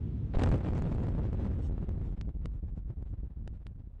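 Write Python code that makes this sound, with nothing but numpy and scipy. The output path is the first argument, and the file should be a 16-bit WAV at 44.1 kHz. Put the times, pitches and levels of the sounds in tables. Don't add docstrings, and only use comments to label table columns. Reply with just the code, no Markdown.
import sys
import numpy as np
from scipy import signal
from scipy.fft import rfft, irfft
from scipy.io import wavfile
from scipy.ndimage import uniform_filter1d, minimum_filter1d

SR = 44100
rng = np.random.default_rng(int(sys.argv[2]) if len(sys.argv) > 2 else 0)


def pcm_store(signal):
    levels = np.round(np.clip(np.atleast_2d(signal), -1, 1) * 32767)
    wavfile.write(sys.argv[1], SR, levels.astype(np.int16).T)


def natural_amplitude(level_db):
    exponent = np.asarray(level_db, float) / 20
    return 10 ** exponent


N = 176400

AGE_S = 2.637
PATCHY_FROM_HZ, PATCHY_TO_HZ = 4000, 8000

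# start_s, length_s, height_db
FLIPS = [
    (.4363, .0009, -20),
    (2.21255, .00011, -30.5),
    (2.4574, .0012, -31),
    (3.4767, .0009, -36),
    (3.6677, .00015, -37),
]
# pitch_hz, level_db (per Hz)
DUST_TONE = [(1500, -20), (3000, 8.5), (5000, 1.5), (8000, 2), (10000, -10)]


def evened(x):
    return x / np.sqrt(np.mean(x ** 2) + 1e-20)


def noise(points):
    hz, db = np.transpose(points)
    log_hz = np.log(np.fft.rfftfreq(N, 1 / SR) + 1)
    gain = natural_amplitude(np.interp(log_hz, np.log(hz), db, left=-60))
    return evened(irfft(rfft(rng.standard_normal(N)) * gain, N))


def wander(hz):
    return noise([(hz / 8, -20), (hz / 4, 0), (hz, -3), (2 * hz, -25), (20 * hz, -90)])


def bump(t, s, half):
    return np.exp(-((t - s) / half) ** 4)


def bumps(rows):
    t = np.arange(0, N, 12) / SR
    total = sum(height * bump(t, s, half) for s, half, height in rows)
    return np.interp(np.arange(N) / SR, t, total)


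def patchy(x, least=.2):
    streak_db, island_db, full_after_s = 4, 3.5, .8
    hz, t, z = signal.stft(x, SR, nperseg=1024, noverlap=768)
    a, b = rng.standard_normal((z.shape[1], z.shape[0], 2)).T
    streaks = evened(uniform_filter1d(a, size=9, axis=1))
    islands = evened(uniform_filter1d(uniform_filter1d(b, size=5, axis=1), size=24, axis=0))
    share = 1 / (1 + (PATCHY_FROM_HZ / (hz + 1)) ** 4) / (1 + (hz / PATCHY_TO_HZ) ** 12)
    growth = np.clip(t / full_after_s, least, 1) ** 2
    lift_db = streak_db * np.minimum(streaks, 1) + island_db * np.minimum(islands, 1) + 0.5
    z = z * natural_amplitude(share[:, None] * growth * lift_db)
    return signal.istft(z, SR, nperseg=1024, noverlap=768)[1][:N]


def blast(t):
    # time_s, rail_level_db, overdrive_db, grit_db (under the rail)
    course = [(0.33, -28, -30, -27.5), (0.353, -20, -20.5, -24), (0.399, -27, -5.5, -14),
              (.415, -25, 1, -17), (0.549, -23, 10.5, -18.5), (0.588, -32, 6.5, -13),
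              (0.679, -27.5, 1.5, -13), (0.718, -28.5, 5, -18.5), (.8, -28.5, 3, -17.5),
              (1.099, -29, 8, -18), (1.452, -28.5, 4, -19.5), (1.903, -29.5, 3.5, -25),
              (2.3, -31.5, 1.5, -32.5), (2.802, -31.5, -2, -35), (3.302, -32.5, -2.5, -31.5),
              (3.699, -38.5, 3, -30.5), (4.0, -36.5, -9, -26.5)]
    # middle_s, half_length_s, depth_db
    lulls = [(0.628, 0.0058, 21), (1.31, 0.0089, 18), (1.359, 0.0074, 6), (1.772, 0.028, 8),
             (1.861, 0.011, 19.5), (2.164, 0.011, 47), (2.24, 0.0052, 16), (2.33, 0.013, 19),
             (2.385, 0.0071, 13), (2.5, 0.013, 5.5), (2.613, 0.012, 22), (2.756, 0.0095, 17.5),
             (2.806, 0.015, 9.5), (2.84, 0.0087, 18), (2.953, 0.0094, 26), (3.048, 0.0075, 26),
             (3.166, 0.0077, 14), (3.22, 0.0071, 23), (3.29, 0.0098, 24.5), (3.35, 0.013, 23),
             (3.435, 0.0044, 26), (3.515, 0.005, 7), (3.586, 0.0075, 17), (3.638, 0.012, 23),
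             (3.74, 0.0077, 26), (3.775, 0.0038, 34), (3.83, 0.0072, 29), (3.89, 0.0063, 27),
             (3.925, 0.0067, 35)]
    knee, arrival_s = 3, .003
    s, *columns = np.transpose(course)
    rail_db, drive_db, grit_db = (np.interp(t, s, c) for c in columns)
    lull_db = bumps(lulls)
    grit_db = grit_level(grit_db, lull_db)
    on = np.clip((t - s[0]) / arrival_s, 0, 1)
    air = on * pressure(t, drive_db - lull_db, grit_db)
    railed = air / (1 + abs(air) ** knee) ** (1 / knee)
    return natural_amplitude(rail_db) * (railed + on * swing_hash(t, railed, drive_db, grit_db))


def pressure(t, drive_db, grit_db):
    # pitch_hz, level_db (per Hz)
    grit_tone = [(200, 5.5), (700, -3.5), (2000, -19.5), (4000, -26.5), (6000, -43.5), (10000, -57.5)]
    trough_s, trough_db = .0042, 8
    air = rumble(t, drive_db)
    dips = bumps([(s + length, trough_s, 1) for s, length, _ in FLIPS])
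    air -= dips * (air + natural_amplitude(trough_db))
    add_fronts(air, t)
    return air + noise(grit_tone) * natural_amplitude(grit_db)


def rumble(t, drive_db):
    # pitch_hz, level_db (per Hz)
    young = [(15, -27), (40, 1), (90, 2), (160, -9.5), (300, -18.5), (700, -39), (2000, -62),
             (10000, -79.5)]
    # pitch_hz, level_db (per Hz)
    old = [(15, -13), (40, 3.5), (70, 1), (130, -12.5), (250, -25.5), (600, -43.5), (2000, -62.5),
           (10000, -87.5)]
    surge_db = 2
    age = np.clip(t / AGE_S, 0, 1)
    roar = np.sqrt(1 - age) * noise(young) + np.sqrt(age) * noise(old)
    return roar * natural_amplitude(drive_db + surge_db * wander(21))


def add_fronts(air, t):
    # time_s, steepness (sign is direction), reach_s
    shock_fronts = [(.3711, -.7, .014), (.3968, .45, .001), (.3989, -.8, .0015), (.4035, 1.15, .004),
                    (.4205, .7, .0012), (.4244, .5, .002), (.4307, -.5, .004), (.4402, 1.7, .002),
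                    (.4454, -.55, .004), (.4618, 1.1, .007), (.4685, -.55, .003), (.4738, 1.2, .0015),
                    (.4765, -.7, .002), (.4811, .5, .003), (.4897, -.6, .003), (.4937, .4, .003),
                    (.5032, -.3, .008), (.5163, 1.2, .005), (.5266, .35, .003), (.5367, -.35, .005),
                    (.5415, .85, .002), (.544, -.5, .0015), (.5497, .35, .004), (.5622, .45, .004),
                    (.5811, .6, .006),
                    (.608, -.7, .003), (.6126, .55, .003), (.6482, .7, .003), (.6637, .75, .002),
                   (.6701, .8, .002), (.6799, .5, .003), (.6886, -.8, .002), (.7066, .45, .004),
                   (.7347, -1.15, .003), (.7552, .8, .004), (.7802, 1.05, .003), (.7886, .7, .003),
                   (.7953, -.65, .003), (.8222, 1.55, .004), (.8429, .6, .004), (.8543, .6, .003),
                   (.865, .7, .004), (.8744, -.65, .004), (.9185, .9, .003), (.9256, .6, .003),
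                   (.9492, .75, .002), (.966, .5, .004), (.9835, .9, .004), (.9956, .45, .004),
                   (1.0028, -.65, .003), (1.0347, .95, .003), (1.0445, .55, .003), (1.0702, .7, .002),
                   (1.0848, -.85, .003), (1.0893, .7, .002), (1.1511, .5, .003), (1.1881, .6, .004),
                   (1.2171, -.4, .004), (1.2533, .6, .004), (1.3306, .9, .004), (1.3973, .65, .005),
                   (1.4548, .9, .003), (1.4654, .55, .003), (1.5156, .55, .004), (1.6051, .45, .003),
                   (1.78, .7, .005), (1.8273, .6, .003), (1.8918, .8, .005), (1.9117, .4, .004),
                   (1.9784, -.45, .004), (2.0153, .45, .004), (2.126, .4, .004), (2.2916, .55, .005),
                   (2.7771, .5, .003), (2.9037, .5, .005), (3.0262, .65, .006), (3.1396, .45, .005),
                   (3.8041, .55, .005)]
    front_db, snap = 4, 0.48
    slope_per_s, soften_per_s = 4660, 0.3
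    for s, steep, reach in shock_fronts:
        span = slice(round((s - 2 * reach) * SR), round((s + 2 * reach) * SR))
        near = bump(t[span], s, reach)
        slope = abs(steep) * slope_per_s * np.exp(-soften_per_s * s) / natural_amplitude(front_db)
        u = (t[span] - s) * slope
        edge = np.where(u < 0, np.tanh(u / snap), np.tanh(u))
        air[span] += near * (np.sign(steep) * natural_amplitude(front_db) * edge - air[span])


def grit_level(grit_db, lull_db):
    # middle_s, half_length_s, lift_db
    grit_showers = [
        (0.3528, .017, 16),
        (.337, 0.0034, 10.5),
                    (0.392, 0.009, 12.5), (0.421, 0.0099, 8.5), (0.412, 0.02, 2), (0.442, 0.0026, 11.5),
               (0.46, 0.0026, 10), (0.522, 0.0039, 11), (0.67, 0.012, 0.5), (0.77, 0.014, 6),
               (0.859, 0.0099, 4.5), (0.927, 0.0069, 8.5), (1.037, 0.017, 3.5), (1.25, 0.025, 3.5),
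               (1.43, 0.05, 4.5), (1.54, 0.0056, 3.5), (1.786, 0.008, 6), (1.882, 0.059, 3),
               (1.97, 0.006, -2), (2.054, 0.044, 7), (2.127, 0.013, 5), (2.177, 0.016, 12),
               (2.294, 0.0064, 12), (2.428, 0.015, 8), (2.53, 0.032, 4.5), (2.687, 0.01, 12),
               (2.778, 0.029, 9.5), (2.903, 0.014, 11.5), (3.069, 0.017, 10), (3.14, 0.015, 6),
               (3.202, 0.012, 7), (3.558, 0.028, 7.5), (3.627, 0.0092, 10.5), (3.8, 0.0083, 7)]
    flicker_db = 0.5
    return grit_db - 10.0 + flicker_db * wander(64) + bumps(grit_showers) - 0.11 * lull_db


def swing_hash(t, railed, drive_db, grit_db):
    # pitch_hz, level_db (per Hz)
    hash_tone = [(200, 10.5), (700, -4), (2000, -14.5), (4000, -27), (6300, -35.5), (8200, -35),
                 (10000, -52)]
    hash_db, crackle_db, crackle_fade_s = -1.5, 4.5, 1.1
    spray, spray_s = 0.52, 0.0048
    swing = spray_s * SR * uniform_filter1d(abs(np.gradient(railed)), round(spray_s * SR))
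    crackle = crackle_db * bump(t, 0, crackle_fade_s) * wander(400)
    level_db = grit_db + hash_db + crackle + 0.63 * np.minimum(drive_db, 0)
    return patchy(noise(hash_tone) * natural_amplitude(level_db) * (0.82 + spray * swing))


def rail_flips(t):
    edge_s = .00003
    flips = 0
    for s, length, db in FLIPS:
        up, down = np.tanh((t - s) / edge_s), np.tanh((t - s - length) / edge_s)
        flips = flips + natural_amplitude(db) * .5 * (up - down)
    return flips


def stone_cracks():
    # middle_s, half_length_s, level_db
    cracks = [(0.406, 0.00083, -59), (0.436, 0.002, -51), (.4618, 0.0015, -58), (0.49, 0.0022, -57),
              (0.515, 0.0008, -57), (.5415, .001, -63), (0.558, 0.00088, -60), (0.58, .001, -62),
              (.6126, .001, -68), (.7066, .001, -69), (0.752, 0.0011, -62.5), (.7802, .001, -59),
              (0.79, .001, -60), (0.8225, .001, -56), (0.947, .002, -66), (1.037, .0015, -65.5),
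              (1.07, 0.0014, -68.5), (1.088, 0.001, -63.5), (1.186, .001, -69), (1.332, 0.0022, -67),
              (1.345, 0.0018, -77), (1.453, 0.0013, -75), (1.892, 0.0013, -65), (3.027, 0.00071, -68)]
    halo_s, halo_db = 0.0049, -36.5
    halos = [(s + 0.0015, halo_s, db + halo_db) for s, _, db in FLIPS]
    return noise(DUST_TONE) * bumps([(s, half, natural_amplitude(db)) for s, half, db in cracks + halos])


def ground_shake(t):
    # pitch_hz, level_db (per Hz)
    ground = [(20, -40), (55, 3.5), (110, 3.5), (200, -8), (370, -20), (570, -34.5), (1460, -48),
              (3200, -53.5), (10000, -76.5)]
    level_db, end_s, fall_s = -34, 0.37, 0.013
    ending = .5 * (1 - np.tanh((t - end_s) / fall_s))
    return noise(ground) * natural_amplitude(level_db + 0.45 * wander(30)) * ending


def fine_dust():
    # middle_s, half_length_s, level_db
    puffs = [
        (0.136, 0.12, -96),
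        (0.467, 0.037, -74),
        (0.563, 0.018, -76),
        (0.786, 0.012, -81),
        (2.55, .03, -89),
        (2.78, .02, -87),
        (3.093, .03, -90),
        (3.55, 0.034, -89.5),
        (1.652, 0.035, -70),
        (2.082, 0.051, -82),
    ]
    return noise(DUST_TONE) * bumps([(s, half, natural_amplitude(db)) for s, half, db in puffs])


def scene():
    t = np.arange(N) / SR
    fade_in_s = .006
    background = patchy(fine_dust() + ground_shake(t), least=0.82) + stone_cracks()
    return (blast(t) + rail_flips(t) + background * np.minimum(t / fade_in_s, 1))[None]


def droop(dry):
    firm_hz, loose_hz = 4, 22
    firm_until_s, change_s, share_at_first = 1, 0.0136, .45
    firm, loose = (signal.lfilter(*signal.butter(1, hz, "high", fs=SR), dry) for hz in (firm_hz, loose_hz))
    t = np.arange(N) / SR
    switch = .5 + .5 * np.tanh((t - firm_until_s) / change_s)
    share = switch * np.interp(t, [firm_until_s, AGE_S], [share_at_first, 1])
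    return firm + share * (loose - firm)


def thin_upper_mids(x):
    threshold_db, depth_db, crest_db = 1.5, -20, 15
    hz, t, z = signal.stft(x, SR, nperseg=2048, noverlap=1536)
    power = uniform_filter1d(abs(z) ** 2, size=3, axis=1)
    weak = power < uniform_filter1d(power, size=31, axis=0) * natural_amplitude(2 * threshold_db)
    treble = np.diff(x, n=2, prepend=[0, 0]) ** 2
    peak = -minimum_filter1d(-treble, size=1500)
    crest = peak / (uniform_filter1d(treble, size=1500) + 1e-20)
    steady = np.interp(t, np.arange(N) / SR, crest) < natural_amplitude(2 * crest_db)
    band = (hz > PATCHY_FROM_HZ) & (hz < PATCHY_TO_HZ)
    z = z * natural_amplitude(np.where(weak, depth_db, 2) * band[:, None] * steady)
    return signal.istft(z, SR, nperseg=2048, noverlap=1536)[1][:N]


def top_cut(x):
    return signal.sosfilt(signal.butter(12, 15600, fs=SR, output="sos"), x)


def record(dry):
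    edge_hz, hiss_db = 10500, -96.5
    low_pass = signal.firwin(127, edge_hz, window=("kaiser", 7), fs=SR)
    x = signal.oaconvolve(droop(dry), low_pass[None], "same")
    mix = thin_upper_mids(x[0])[None] + natural_amplitude(hiss_db) * rng.standard_normal(x.shape)
    return top_cut(mix)


dry = scene()
out = record(dry)
pcm_store(out)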